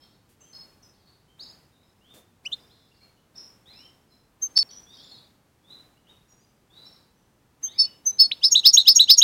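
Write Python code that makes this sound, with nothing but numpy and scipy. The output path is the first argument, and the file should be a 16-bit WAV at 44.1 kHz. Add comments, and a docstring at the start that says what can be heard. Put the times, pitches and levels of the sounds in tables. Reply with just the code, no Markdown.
"""A garden: a caged finch sings close to a phone, a few loose notes, then a fast three-part trill.
Both sides of its syrinx are near-sine whistles with weak partials, roughened by random flutter.
Other finches, short gliding chirps, call farther off and ring between the walls; feet and feathers brush the perch.
The phone's noise suppressor lets the outdoor hiss, smooth coloured noise, swell whenever a bird sounds.
The loudest notes overload, and stream dropouts abruptly cut the near finch's level."""
import sys
import numpy as np
from scipy import signal
from scipy.fft import rfft, irfft
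from scipy.io import wavfile
from scipy.ndimage import uniform_filter1d

SR = 44100
rng = np.random.default_rng(int(sys.argv[2]) if len(sys.argv) > 2 else 0)


def level_to_linear(level):
    """Convert decibel levels to linear amplitude factors, elementwise."""
    exponent = np.asarray(level, float) / 20
    return 10 ** exponent


def unload_audio(sound):
    """Save the sound as a 16-bit wav file, at the path given as the first command line argument."""
    columns = np.transpose(np.atleast_2d(sound))
    # keep every value between -1 and 1, then stretch to whole-number steps
    steps = np.round(np.clip(columns, -1, 1) * 32767)
    wavfile.write(sys.argv[1], SR, steps.astype(np.int16))


N = 407043


def rms_one(x):
    """Scale to rms 1."""
    return x / np.sqrt(np.mean(np.abs(x) ** 2) + 1e-20)


def band(x, low_hz, high_hz):
    """Butterworth band-pass."""
    sos = signal.butter(2, [low_hz, min(high_hz, .45 * SR)], "band", fs=SR, output="sos")
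    return signal.sosfilt(sos, x)


def lowpass(x, order, hz):
    """Butterworth low-pass."""
    return signal.sosfilt(signal.butter(order, hz, fs=SR, output="sos"), x)


def add(track, sound, s):
    """Mix a sound in at a time in seconds."""
    at = max(round(s * SR), 0)
    track[at:at + len(sound)] += sound[:N - at]


def echoes(x, t60_s, gap_s):
    """Scattered reflections from walls and ground: clumped noise that dies away, unit energy."""
    t = np.arange(SR) / SR
    clump_db = 4 * np.interp(t, np.arange(201) / 200, rng.standard_normal(201))
    decay = level_to_linear(-60 * t / t60_s)
    tail = rng.standard_normal(SR) * level_to_linear(clump_db) * decay * (t > gap_s)
    return signal.fftconvolve(x, tail / np.linalg.norm(tail))[:N]


def air():
    """Distant traffic, leaves and microphone hiss as smooth coloured noise."""
    # spectrum of the outdoor bed: (frequency [Hz], relative density [dB])
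    air_colour = [(15, -36), (25, -16.5), (97, -8.5), (130, -9), (242, -13), (677, -22.5), (796, -21.5),
                  (2350, -30.5), (16000, -40.5)]
    level_db = -55.5      # rms
    points_hz, points_db = np.transpose(air_colour)
    hz = np.maximum(np.fft.rfftfreq(N, 1 / SR), 10)
    colour = level_to_linear(np.interp(np.log(hz), np.log(points_hz), points_db))
    return level_to_linear(level_db) * rms_one(irfft(rfft(rng.standard_normal(N)) * colour, N))


def chatter():
    """Buzzy notes and huddles of overlapping twitter: quick chirps, each sweeping part of the range."""
    # huddles: (start [s], length [s], lowest pitch [Hz], highest pitch [Hz], level before random cuts [dB])
    huddles = [(0.0, 0.15, 3200, 5000, -62.5), (.93, 0.27, 3200, 5200, -64), (1.72, .12, 3550, 4100, -64),
               (2.70, 0.18, 3300, 4400, -62), (2.55, .45, 4500, 5600, -67), (2.94, .03, 3800, 4900, -62),
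               (3.17, 0.035, 2520, 6070, -66), (3.34, 0.046, 3500, 5220, -59.5),
               (3.35, .06, 5080, 5700, -41.5), (4.075, .12, 4940, 5500, -65.5),
               (4.695, .06, 2934, 5600, -58), (4.705, 0.07, 5700, 5980, -44.5),
               (4.89, .05, 3900, 5600, -60), (4.935, 0.07, 3900, 5800, -52.5),
               (4.99, .22, 3350, 5030, -56.5), (6.72, 0.33, 3500, 5200, -62),
               (6.849, 0.056, 5250, 5600, -52.5)]
    chirps_per_s, fade_db = 300, 3      # each huddle dies away by the fade
    notes = []
    for s, length, low_hz, high_hz, db in huddles:
        span_hz = high_hz - low_hz
        for when, first, last, cut in rng.random((round(chirps_per_s * length), 4)):
            first_hz, last_hz = low_hz + span_hz * first, low_hz + span_hz * last
            chirp_db = db - 10.0 * cut - fade_db * (when - .5)
            notes.append((s + length * when, .014, first_hz, last_hz, chirp_db))
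    return notes


def neighbours():
    """Short glides toward a last pitch, longer ones swelling more, half drowned in their own reflections."""
    # farther calls, and at 4.63 s a held 5.5 kHz note that sounds on where the near finch's note breaks off:
    # (start [s], kind of call, last pitch [Hz], level before swell [dB])
    far_calls = [ (.001, "hold", 5300, -57), (.001, "hold", 3230, -63), (.40, "drop", 7400, -64),
                 (.403, "drop", 6130, -53), (.405, "hook", 3250, -66), (.529, "hold", 5150, -48),
                 (.529, "hold", 4353, -48.5), (.82, "dive", 5800, -58), (.824, "dive", 5070, -55),
                 (1.055, "hold", 4420, -57.5), (1.276, "peep", 3160, -63), (1.391, "whip", 5050, -42),
                 (1.40, "peep", 6700, -62), (1.83, "hold", 5200, -66), (2.007, "climb", 3660, -58),
                 (2.691, "whip", 4220, -60), (2.801, "hold", 3530, -62), (2.91, "blip", 2800, -57),
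                 (3.00, "peep", 4300, -57), (3.01, "blip", 2330, -61), (3.17, "blip", 3000, -63),
                 (3.655, "hook", 4180, -50.5), (3.673, "swoop", 3164, -61), (3.73, "slide", 5500, -53),
                 (4.101, "drop", 4040, -60), (4.63, "hold", 5500, -59), (4.86, "slide", 3770, -53.5),
                 (4.969, "slide", 3568, -55), (5.027, "peep", 7180, -63.5), (5.057, "hold", 5140, -61),
                 (5.11, "blip", 4380, -48), (5.135, "dive", 3760, -54), (5.633, "slide", 3760, -57),
                 (5.696, "peep", 4020, -47), (5.965, "blip", 2900, -59), (6.066, "whip", 3800, -54),
                 (6.279, "hold", 5750, -58.5), (6.28, "drop", 6700, -60.5), (6.396, "peep", 6220, -63),
                 (6.40, "hold", 4850, -63), (6.70, "slide", 3870, -55), (6.77, "peep", 3980, -48),
                 (7.156, "hold", 6050, -68), (7.654, "hook", 3830, -50), (7.69, "swoop", 3000, -61.5),
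                 (7.71, "hook", 5000, -58.5), (8.077, "hold", 3950, -59.5)]
    # shape by kind of call: (length [s], first pitch over last pitch [ratio])
    far_kinds = {"swoop": (.2, .58), "climb": (.13, .73), "whip": (.048, .67), "hook": (.075, .78),
                 "slide": (.09, .87), "peep": (.045, .94), "blip": (.025, .9), "hold": (.055, .99),
                 "drop": (.055, 1.05), "dive": (.035, 1.15)}
    echo_db, echo_t60_s = 1, .55
    waver_depth, waver_rate_hz = .006, 120      # rms share of the pitch; top of the waver's band
    notes = []
    for s, kind, last_hz, db in far_calls:
        length, ratio = far_kinds[kind]
        notes.append((s, length, ratio * last_hz, last_hz, db))
    notes += chatter()
    waver = rms_one(lowpass(rng.standard_normal(N), 2, waver_rate_hz))
    falter = rms_one(band(rng.standard_normal(N), 15, 60))
    calls = np.zeros(N)
    for s, length, first_hz, last_hz, db in notes:
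        u = np.linspace(0, 1, round(length * SR))
        at = round(s * SR)
        # calls glide fastest at first, short ones most; chatter chirps run straight
        bend = 1.1 + .07 / length if length > .02 else 1
        hz = last_hz + (first_hz - last_hz) * (1 - u) ** bend
        hz = hz * (1 + waver_depth * waver[at:][:len(u)])
        phase = 2 * np.pi * np.cumsum(hz) / SR
        edges = np.clip(np.minimum(u * length / 0.0057, (1 - u) * length / 0.0069), 0, 1)
        # long notes grow, unevenly
        swell = level_to_linear(-65 * length * (0.5 - u) + 3.0 * falter[at:][:len(u)])
        tone = np.sin(phase) + level_to_linear(-34) * np.sin(2 * phase)
        add(calls, level_to_linear(db) * edges * swell * tone, s)
    return calls + level_to_linear(echo_db) * echoes(calls, echo_t60_s, gap_s=0.0037)


def shuffles():
    """Feet and feathers shift: a sudden brush of hiss over a dull push through the perch."""
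    # perch noises: (start [s], rough length [s], starting hiss rms [dB], starting thump rms [dB])
    perch_moves = [(0.291, 0.09, -59, -75), (2.139, 0.11, -54, -51.5)]
    hiss = rms_one(band(rng.standard_normal(N), 1700, 15000))
    thump = rms_one(band(rng.standard_normal(N), 140, 590))
    out = np.zeros(N)
    for s, length, hiss_db, thump_db in perch_moves:
        now = slice(round(s * SR), round((s + 2 * length) * SR))
        fade = np.exp(-(np.linspace(0, 2, now.stop - now.start) / 0.68) ** 3)
        out[now] += fade * (level_to_linear(hiss_db) * hiss[now] + level_to_linear(thump_db) * thump[now])
    return out


def song():
    """Loose notes, then the rounds of the trill: (s, syllable, upper dB, lower dB, pitch ratio)."""
    # loose notes: (start [s], syllable, upper side peak [dB], lower side peak [dB], pitch [ratio])
    loose_notes = [(2.449, "chip", -27, None, 1.001), (2.515, "whit", -25.5, -24, 1.001),
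                   (4.413, "tsip", -19, None, 1.001), (4.556, "chord", -11, -10.1, 1.002),
                   (7.624, "tsip", -21.5, None, .998), (7.779, "chord", -11, -13, 1.001),
                   (8.052, "tsip", -13, None, .977), (8.184, "chord", -6, -8, .986),
                   (8.310, "flick", None, -15.5, 1.001)]
    # rounds of the trill: (start [s], holding back [dB], pitch [ratio])
    trill_rounds = [(8.411, -11, .997), (8.629, -.7, 1.001), (8.850, -.4, 1.001), (9.071, 0.3, .995)]
    # one round: (syllable, time into the round before slowing [s], (upper, lower) peak before holding back [dB],
    # (upper, lower) share of the holding back [ratio])
    round_parts = [("rise", 0, (-4.5, -3), (.45, .85)), ("fall", .095, (-5.5, -9), (.35, .5)),
                   ("churr", .136, (0, -2.5), (0, .2))]
    slowing = .012      # each round is drawn out by this share more
    notes = list(loose_notes)
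    for k, (s, shy_db, ratio) in enumerate(trill_rounds):
        for name, late, peaks_db, shares in round_parts:
            upper_db, lower_db = (peak + share * shy_db for peak, share in zip(peaks_db, shares))
            notes.append((s + late * (1 + slowing * k), name, upper_db, lower_db, ratio))
    return notes


def whistle(glide, breath):
    """One side's note: pitch eases to its goal and drifts; level swells, holds, sinks, shuts; tail roughens."""
    attack_ease = 1.4      # the swell is this much rounder than the glide
    release_db, release_share = 20.5, .14      # final drop, over this share of the note's length
    onset_rough, roughen_s = .05, .022      # roughness 0-1 up to the peak, then time to reach the tail's
    _, first_hz, goal_hz, glide_s, drift, ease = glide
    length, attack, depth_db, hold, sink_db, sink_s, tail = breath
    t = np.arange(round(length * SR)) / SR
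    hz = goal_hz + (first_hz - goal_hz) * np.clip(1 - t / glide_s, 0, 1) ** ease
    hz = hz + drift * np.maximum(t - glide_s, 0)
    db = -depth_db * np.clip(1 - t / attack, 0, 1) ** (attack_ease * ease)
    db = db - sink_db * (1 - np.exp(-np.maximum(t - attack - hold, 0) / sink_s))
    db = db - release_db * np.clip(1 - (1 - t / length) / release_share, 0, 1)
    onset = min(onset_rough, tail)
    rough = onset + (tail - onset) * np.clip((t - attack) / roughen_s, 0, 1)
    return hz, db, np.clip(rough, 0, 1)


def syrinx_side(side, rush):
    """One side's whistle with weak partials; roughness swaps the steady tone for an unsteady flutter."""
    # each syllable's glide, upper then lower side: (delay [s], first pitch [Hz], goal pitch [Hz],
    # glide time [s], drift after it [Hz/s], ease [exponent: 1 straight, more = rounder]), before the pitch ratio
    glides = {"chip": [(0, 2000, 2980, .021, -2000, 1.35), None],
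              "whit": [(.008, 3370, 4050, .014, 11000, 1.5), (0, 2850, 3610, .019, 100, 1.4)],
              "tsip": [(0, 6150, 6360, .021, -3400, 1.6), None], "chord": [(0, 5170, 5250, .016, 500, 1.2),
              (.002, 4380, 4530, .016, -1700, 1.3)], "flick": [None, (.003, 1700, 3950, .009, -300, 1.3)],
              "rise": [(.017, 4700, 5240, .018, -1800, 1.2), (.003, 2650, 4640, .042, -4000, .85)],
              "fall": [(0, 7050, 6490, .022, 2500, 1.05), (.004, 5870, 5520, .022, 100, 1.01)],
              "churr": [None, (0, 2600, 3975, .0155, -1500, 1.3)]}
    # each syllable's breath, upper then lower side: (length [s], attack [s], attack depth [dB], hold [s],
    # sinks by [dB], sink time constant [s], roughness of the tail [0-1])
    breaths = {"chip": [(.031, .016, 31, .005, 8, .011, .005), None],
               "whit": [(.029, .008, 21, .002, 22, .018, .05), (.036, .019, 26, .004, 18, .012, .08)],
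               "tsip": [(.066, .021, 43, .004, 14, .022, .008), None],
               "chord": [(.088, .021, 33, .021, 19, .008, .025), (.086, .018, 32, .006, 9.5, .005, .025)],
               "flick": [None, (.026, .006, 24, .001, 14, .008, .6)],
               "rise": [(.067, .017, 36, .006, 14, .035, .2), (.088, .031, 40, .013, 21, .014, .9)],
               "fall": [(.044, .021, 38, .002, 6, .004, .4), (.027, .013, 24, .012, 1.5, .005, .06)],
               "churr": [None, (.060, .014, 28, .002, 13, .012, .8)]}
    # second partial by pitch, low notes are richer: (pitch [Hz], level relative to the note [dB])
    overtone = [(2300, -1.5), (2950, -14.5), (3700, -31.5), (4500, -34), (6300, -27)]
    # syllables whose second partial is weaker or stronger than usual: (syllable, change [dB])
    richness_db = {"flick": -14, "churr": 2.1}
    third_db, rough_hz = -10.5, 300      # factor on (second partial)^1.5; top of the flutter's band
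    hz, size, rough, rich_db = np.full(N, 4000.), np.zeros(N), np.zeros(N), np.zeros(N)
    for s, name, *levels_db, ratio in song():
        glide = glides[name][side]
        if glide:
            at = round((s + glide[0]) * SR)
            pitch, db, unsteady = (v[:N - at] for v in whistle(glide, breaths[name][side]))
            now = slice(at, at + len(db))
            hz[now] = ratio * pitch
            size[now] = level_to_linear(levels_db[side] + db)
            rough[now] = unsteady
            rich_db[now] = richness_db.get(name, 0)
    hz = uniform_filter1d(hz, size=45)      # the syrinx muscles round the corners of a glide
    size = np.abs(uniform_filter1d(size, size=45))
    turn = np.exp(2j * np.pi * np.cumsum(hz) / SR)
    flutter = lowpass(rng.standard_normal((2, N)), 4, rough_hz)
    sway = np.sqrt(1 - rough) + np.sqrt(rough) * rms_one(flutter[0] + 1j * flutter[1])
    tone = sway * turn
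    points_hz, points_db = np.transpose(overtone)
    second = level_to_linear(rich_db + np.interp(np.log(hz), np.log(points_hz), points_db))
    third = level_to_linear(third_db) * second ** 1.5
    sound = (size * (tone + second * tone ** 2 + third * tone ** 3)).real
    sound += level_to_linear(-38) * size * np.sqrt(rough) * rush      # rough notes leak air past the membrane
    return sound, np.sqrt(size) * tone


def finch():
    """Two syrinx sides whistle at once; coupled, they add a sum tone and sidebands, and a near echo follows."""
    # stream dropouts: the near finch and its echo abruptly lose level: (from [s], to [s], gain [dB])
    dropouts = [(4.5783, 4.5884, -11), (4.6292, 4.69, -30)]
    sum_tone_db, sideband_db = -28.5, -28.5
    echo_db, echo_t60_s = -22, 0.36
    rush = rms_one(band(rng.standard_normal(N), 7000, 16000))
    upper_sound, upper = syrinx_side(0, rush)
    lower_sound, lower = syrinx_side(1, rush)
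    out = upper_sound + lower_sound
    upper_swing, lower_swing = (side / (np.abs(side) + 1e-9) for side in (upper, lower))
    beat = upper * lower.conj()      # turns at the difference of the two pitches
    out += level_to_linear(sum_tone_db) * (upper * lower).real
    # one sideband above and one below the pair
    out += level_to_linear(sideband_db) * (beat * upper_swing + beat.conj() * lower_swing).real
    out = out + level_to_linear(echo_db) * echoes(out, echo_t60_s, gap_s=0.0024)
    for start, end, db in dropouts:
        out[round(start * SR):round(end * SR)] *= level_to_linear(db)
    return out


def scene():
    """The garden, the farther birds and the near finch on its perch."""
    return (air() + neighbours() + shuffles() + finch())[None]


def suppressor(x):
    """Turns the sound down until the bird band grows loud, then closes again slowly; bass gain stays fixed."""
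    opens_db, span_db = -55.5, 2.5      # bird-band level and softness of the opening
    fall_db_s, from_hz = 29, 300      # closing speed; the bass is split off below this
    level_db = 10 * np.log10(np.abs(uniform_filter1d(band(x, 2300, 11000) ** 2, size=1300)) + 1e-12)
    openness = np.exp(np.clip((level_db - opens_db) / span_db, -30, 30))
    wanted_db = -12 / (1.5 + openness)      # -8 dB when fully closed
    # opening follows the birds, closing is no faster than the fall
    fall = fall_db_s * np.arange(N) / SR
    gain_db = uniform_filter1d(np.maximum.accumulate(wanted_db + fall) - fall, size=900)
    low = lowpass(x, 1, from_hz)
    return low * level_to_linear(-8.5) + (x - low) * level_to_linear(gain_db)


def overload(x):
    """A firm-kneed ceiling bends the loudest peaks; its by-products are thin in the bass."""
    top, knee = 0.68, 6.6      # full-scale amplitude; higher = harder knee
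    clipped = x / (1 + np.abs(x / top) ** knee) ** (1 / knee)
    sos = signal.butter(2, 1300, fs=SR, output="sos")
    return clipped - .7 * signal.sosfiltfilt(sos, clipped - x, padtype=None)


def band_limit(x):
    """A steep low-pass at the top of the band."""
    return signal.sosfilt(signal.butter(12, 16150, fs=SR, output="sos"), x)


def record(dry):
    """The phone: noise suppressor, then overload."""
    mix = overload(suppressor(dry[0]))
    return band_limit(mix[None])


dry = scene()
out = record(dry)
unload_audio(out)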